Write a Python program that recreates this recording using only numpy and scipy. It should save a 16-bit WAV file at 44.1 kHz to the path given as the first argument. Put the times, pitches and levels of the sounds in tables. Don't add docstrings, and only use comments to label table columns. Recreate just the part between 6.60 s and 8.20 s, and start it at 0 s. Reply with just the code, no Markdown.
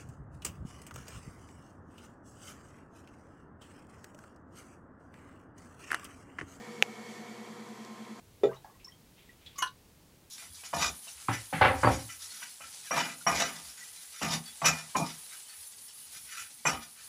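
import sys
import numpy as np
from scipy import signal
from scipy.fft import rfft, irfft, next_fast_len
from scipy.io import wavfile
from scipy.ndimage import map_coordinates

SR = 44100
rng = np.random.default_rng(int(sys.argv[2]) if len(sys.argv) > 2 else 0)


def waveform_to_disk(signal):
    frames = np.transpose(np.atleast_2d(signal))
    scaled = np.clip(frames, -1, 1) * 32767
    samples = np.round(scaled).astype(np.int16)
    wavfile.write(sys.argv[1], SR, samples)


N = 70560
SHAFT_HZ, MAINS_HZ = 55.06, 60


# shaft harmonic, mid-scene level in dB, drift in dB a second.
SHAFT_OVERTONES = [(3, -69, -8), (5, -80, 11), (6, -74, -3), (7, -73.5, -5), (8, -67, -2.5), (13, -68.5, 1)]

def motor():
    beat = 1 + 1.58 * throb()
    out = receding(-53, db_per_s=2) * beat * tone(4 * SHAFT_HZ, waver_db=.4, waver_rad=.057)
    pulse = 1 + .31 * throb()
    for harmonic, db, drift in SHAFT_OVERTONES:
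        out += receding(db, drift) * pulse * tone(harmonic * SHAFT_HZ, waver_db=4, waver_rad=.3)
    return out


# mains harmonic, mid-scene level in dB, drift in dB a second.
HUM_PARTIALS = [(2, -66.5, -1.5), (8, -58, -7)]

def mains_hum():
    return sum(receding(db, drift) * tone(harmonic * MAINS_HZ, waver_db=0, waver_rad=.033)
               for harmonic, db, drift in HUM_PARTIALS)


# shaft harmonic, mains harmonic, mid-scene level in dB, drift in dB a second.
WHINE_PARTIALS = [(17, 0, -64.5, 1.5), (16, 2, -65, 1), (17, 2, -65, 8), (17, 4, -68, -0.5),
                  (17, 6, -74.5, 9)]

def slot_whine():
    pulse = 1 + .29 * throb(lead_s=.045)
    out = np.zeros(N)
    for shaft, mains, db, drift in WHINE_PARTIALS:
        hz = shaft * SHAFT_HZ + mains * MAINS_HZ
        out += receding(db, drift) * pulse * tone(hz, waver_db=.7, waver_rad=.26)
    return out


# frequency in Hz, relative level in dB.
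DRAUGHT_COLOUR = [(30, -30), (90, -24), (150, -3.5), (260, -3), (340, 3.5), (470, -0.5), (570, -5),
                  (740, -3.5), (1100, -6.5), (1550, -9.5), (2400, -11), (3000, -33), (6000, -49)]

def draught():
    churn = 1 + .11 * throb(lead_s=.026)
    return receding(-53, db_per_s=-1) * noise(DRAUGHT_COLOUR) * churn


# pitch in Hz, nominal width in Hz, mid-scene level in dB
# before the swell, drift in dB a second.
HOUSING_RESONANCES = [(472, 45, -63, -4), (729, 54, -61.8, -5.5), (996, 82, -70, 5), (1296, 87, -67.5, -4),
                      (1805, 130, -64, -6), (1970, 150, -66.5, 2), (2185, 67, -67.5, -5),
                      (2287, 92, -66.5, -6), (2550, 460, -73.5, 2), (3160, 73, -72, 2),
                      (3393, 140, -72.5, 1), (4090, 140, -75, 5), (4560, 210, -70, -1)]

def whirr():
    out = np.zeros(N)
    for hz, width, db, drift in HOUSING_RESONANCES:
        band = resonant_noise(hz, width * np.sqrt(2))
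        flutter = amp(1.8 * wobble(per_s=14))
        out += receding(db, drift) * band * flutter
    return out * amp(2.5 * (swell(width_s=.38) - .5))


# frequency in Hz, relative level in dB.
VENT_COLOUR = [(1530, -61), (2600, -4), (3240, 0), (3720, -3.5), (4600, -2.5), (5000, -5.5), (5500, -3),
               (7580, -4), (8600, -11), (9800, -12.5), (15000, -24)]

def vent_hiss():
    hiss = receding(-59, db_per_s=-2) * noise(VENT_COLOUR)
    flicker = amp(.45 * wobble(per_s=21.3))
    surge = amp(-57.5) * swell(width_s=.072) * noise(VENT_COLOUR)
    return hiss * flicker + surge


# time in seconds, level in dB.
WHISTLE_FADER = [(0, -69), (.18, -61.5), (.68, -60.5), (.82, -70), (1.6, -72)]

def whistle():
    times, db = np.transpose(WHISTLE_FADER)
    pulse = 1 + .35 * throb(lead_s=.04)
    return amp(np.interp(clock(), times, db)) * pulse * tone(2193, waver_db=2.2, waver_rad=2)


# frequency in Hz, relative level in dB.
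BODY_COLOUR = [(50, -36), (160, -26), (380, -16), (505, -5.5), (640, -14.5), (810, -6.5), (1040, -29),
               (1250, -15.5), (1750, -5.5), (1950, -6.5), (2300, 0.5), (2700, 1), (3300, -7.5),
               (3950, -12.5), (4380, -28), (4700, -21.5), (5600, -17.5), (6900, -18), (7600, -33),
               (9000, -37), (9800, -26.5), (11800, -39.5), (13500, -25), (15500, -51)]
RATTLE_COLOUR = [(800, -15), (2500, -4), (7000, -1), (10000, -9), (15000, -13)]

def click(start_s=.22475):
    snap = -amp(-40) * np.pad(struck(BODY_COLOUR), (round(start_s * SR), 0))[:N]
    room_tail = rng.standard_normal(N) * decay(start_s=.0073, t60_s=.051)
    room = amp(-32) * signal.fftconvolve(snap, room_tail / np.linalg.norm(room_tail))[:N]
    rattle = amp(-35.5) * decay(start_s, t60_s=.015) * noise(RATTLE_COLOUR)
    rebound = burst(start_s=.2268, db=-35.5, hz=6900, t60_s=.006)
    return snap + rattle + rebound + room


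# start in seconds, level in dB, pitch in Hz, seconds to fall 60 dB.
ECHO_AND_TICKS = [(0.2354, -46, 5560, 0.024), (1.249, -47, 5200, .019), (1.45, -47, 2200, 0.019)]

def echo_and_ticks():
    return sum(burst(*row) for row in ECHO_AND_TICKS)


# frequency in Hz, relative level in dB.
BED_COLOUR = [(1500, -33), (4000, -6), (10000, -3.5), (15000, -11)]

def hiss_bed():
    return amp(-68) * noise(BED_COLOUR)


def throb(lead_s=0, hz=9.87, peak_s=.1005):
    return np.cos(2 * np.pi * hz * (clock() + lead_s - peak_s))


def receding(db, db_per_s):
    return amp(db + db_per_s * (clock() - N / SR / 2))


def swell(width_s, peak_s=.533):
    return np.exp(-((clock() - peak_s) / width_s) ** 2)


def decay(start_s, t60_s):
    age = clock() - start_s
    return (age > 0) * amp(-60 * np.maximum(age, 0) / t60_s)


def tone(hz, waver_db, waver_rad):
    phase = 2 * np.pi * (hz * clock() + rng.random()) + waver_rad * wobble(per_s=9.63)
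    return np.sqrt(2) * np.sin(phase) * amp(waver_db * wobble(per_s=7.42))


def burst(start_s, db, hz, t60_s):
    return amp(db) * decay(start_s, t60_s) * resonant_noise(hz, width=.65 * hz)


def struck(colour):
    spectrum = eq_gain(colour, np.fft.rfftfreq(N, 1 / SR))
    cepstrum = irfft(np.log(spectrum), N)
    cepstrum[1:N // 2] *= 2
    cepstrum[N // 2:] = 0
    return unit(irfft(np.exp(rfft(cepstrum)), N))


def noise(colour):
    return unit(filtered(rng.standard_normal(N), lambda f: eq_gain(colour, f)))


def resonant_noise(hz, width):
    def resonance(f):
        return (1j * f * width / (hz * hz - f * f + 1j * f * width)) ** 2
    return unit(filtered(rng.standard_normal(N), resonance))


def eq_gain(colour, f):
    hz, db = np.transpose(colour)
    return amp(np.interp(np.log(f + 1), np.log(hz + 1), db))


def filtered(x, response):
    size = next_fast_len(N + SR // 2)
    return irfft(rfft(x, size) * response(np.fft.rfftfreq(size, 1 / SR)), size)[:N]


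def wobble(per_s):
    return map_coordinates(rng.standard_normal(256), [clock() * per_s + 2], mode="wrap")


def amp(db):
    return 10 ** (np.asarray(db) / 20)


def unit(x):
    return x / np.sqrt(np.mean(x ** 2) + 1e-20)


def clock():
    return np.arange(N) / SR


def scene():
    drive = motor() + mains_hum() + slot_whine()
    fan = draught() + whirr() + vent_hiss() + whistle()
    return (drive + fan + click() + echo_and_ticks() + hiss_bed())[None]


def record(dry):
    return np.array([filtered(channel, lambda f: f < 15500) for channel in dry])


dry = scene()
out = record(dry)
waveform_to_disk(out)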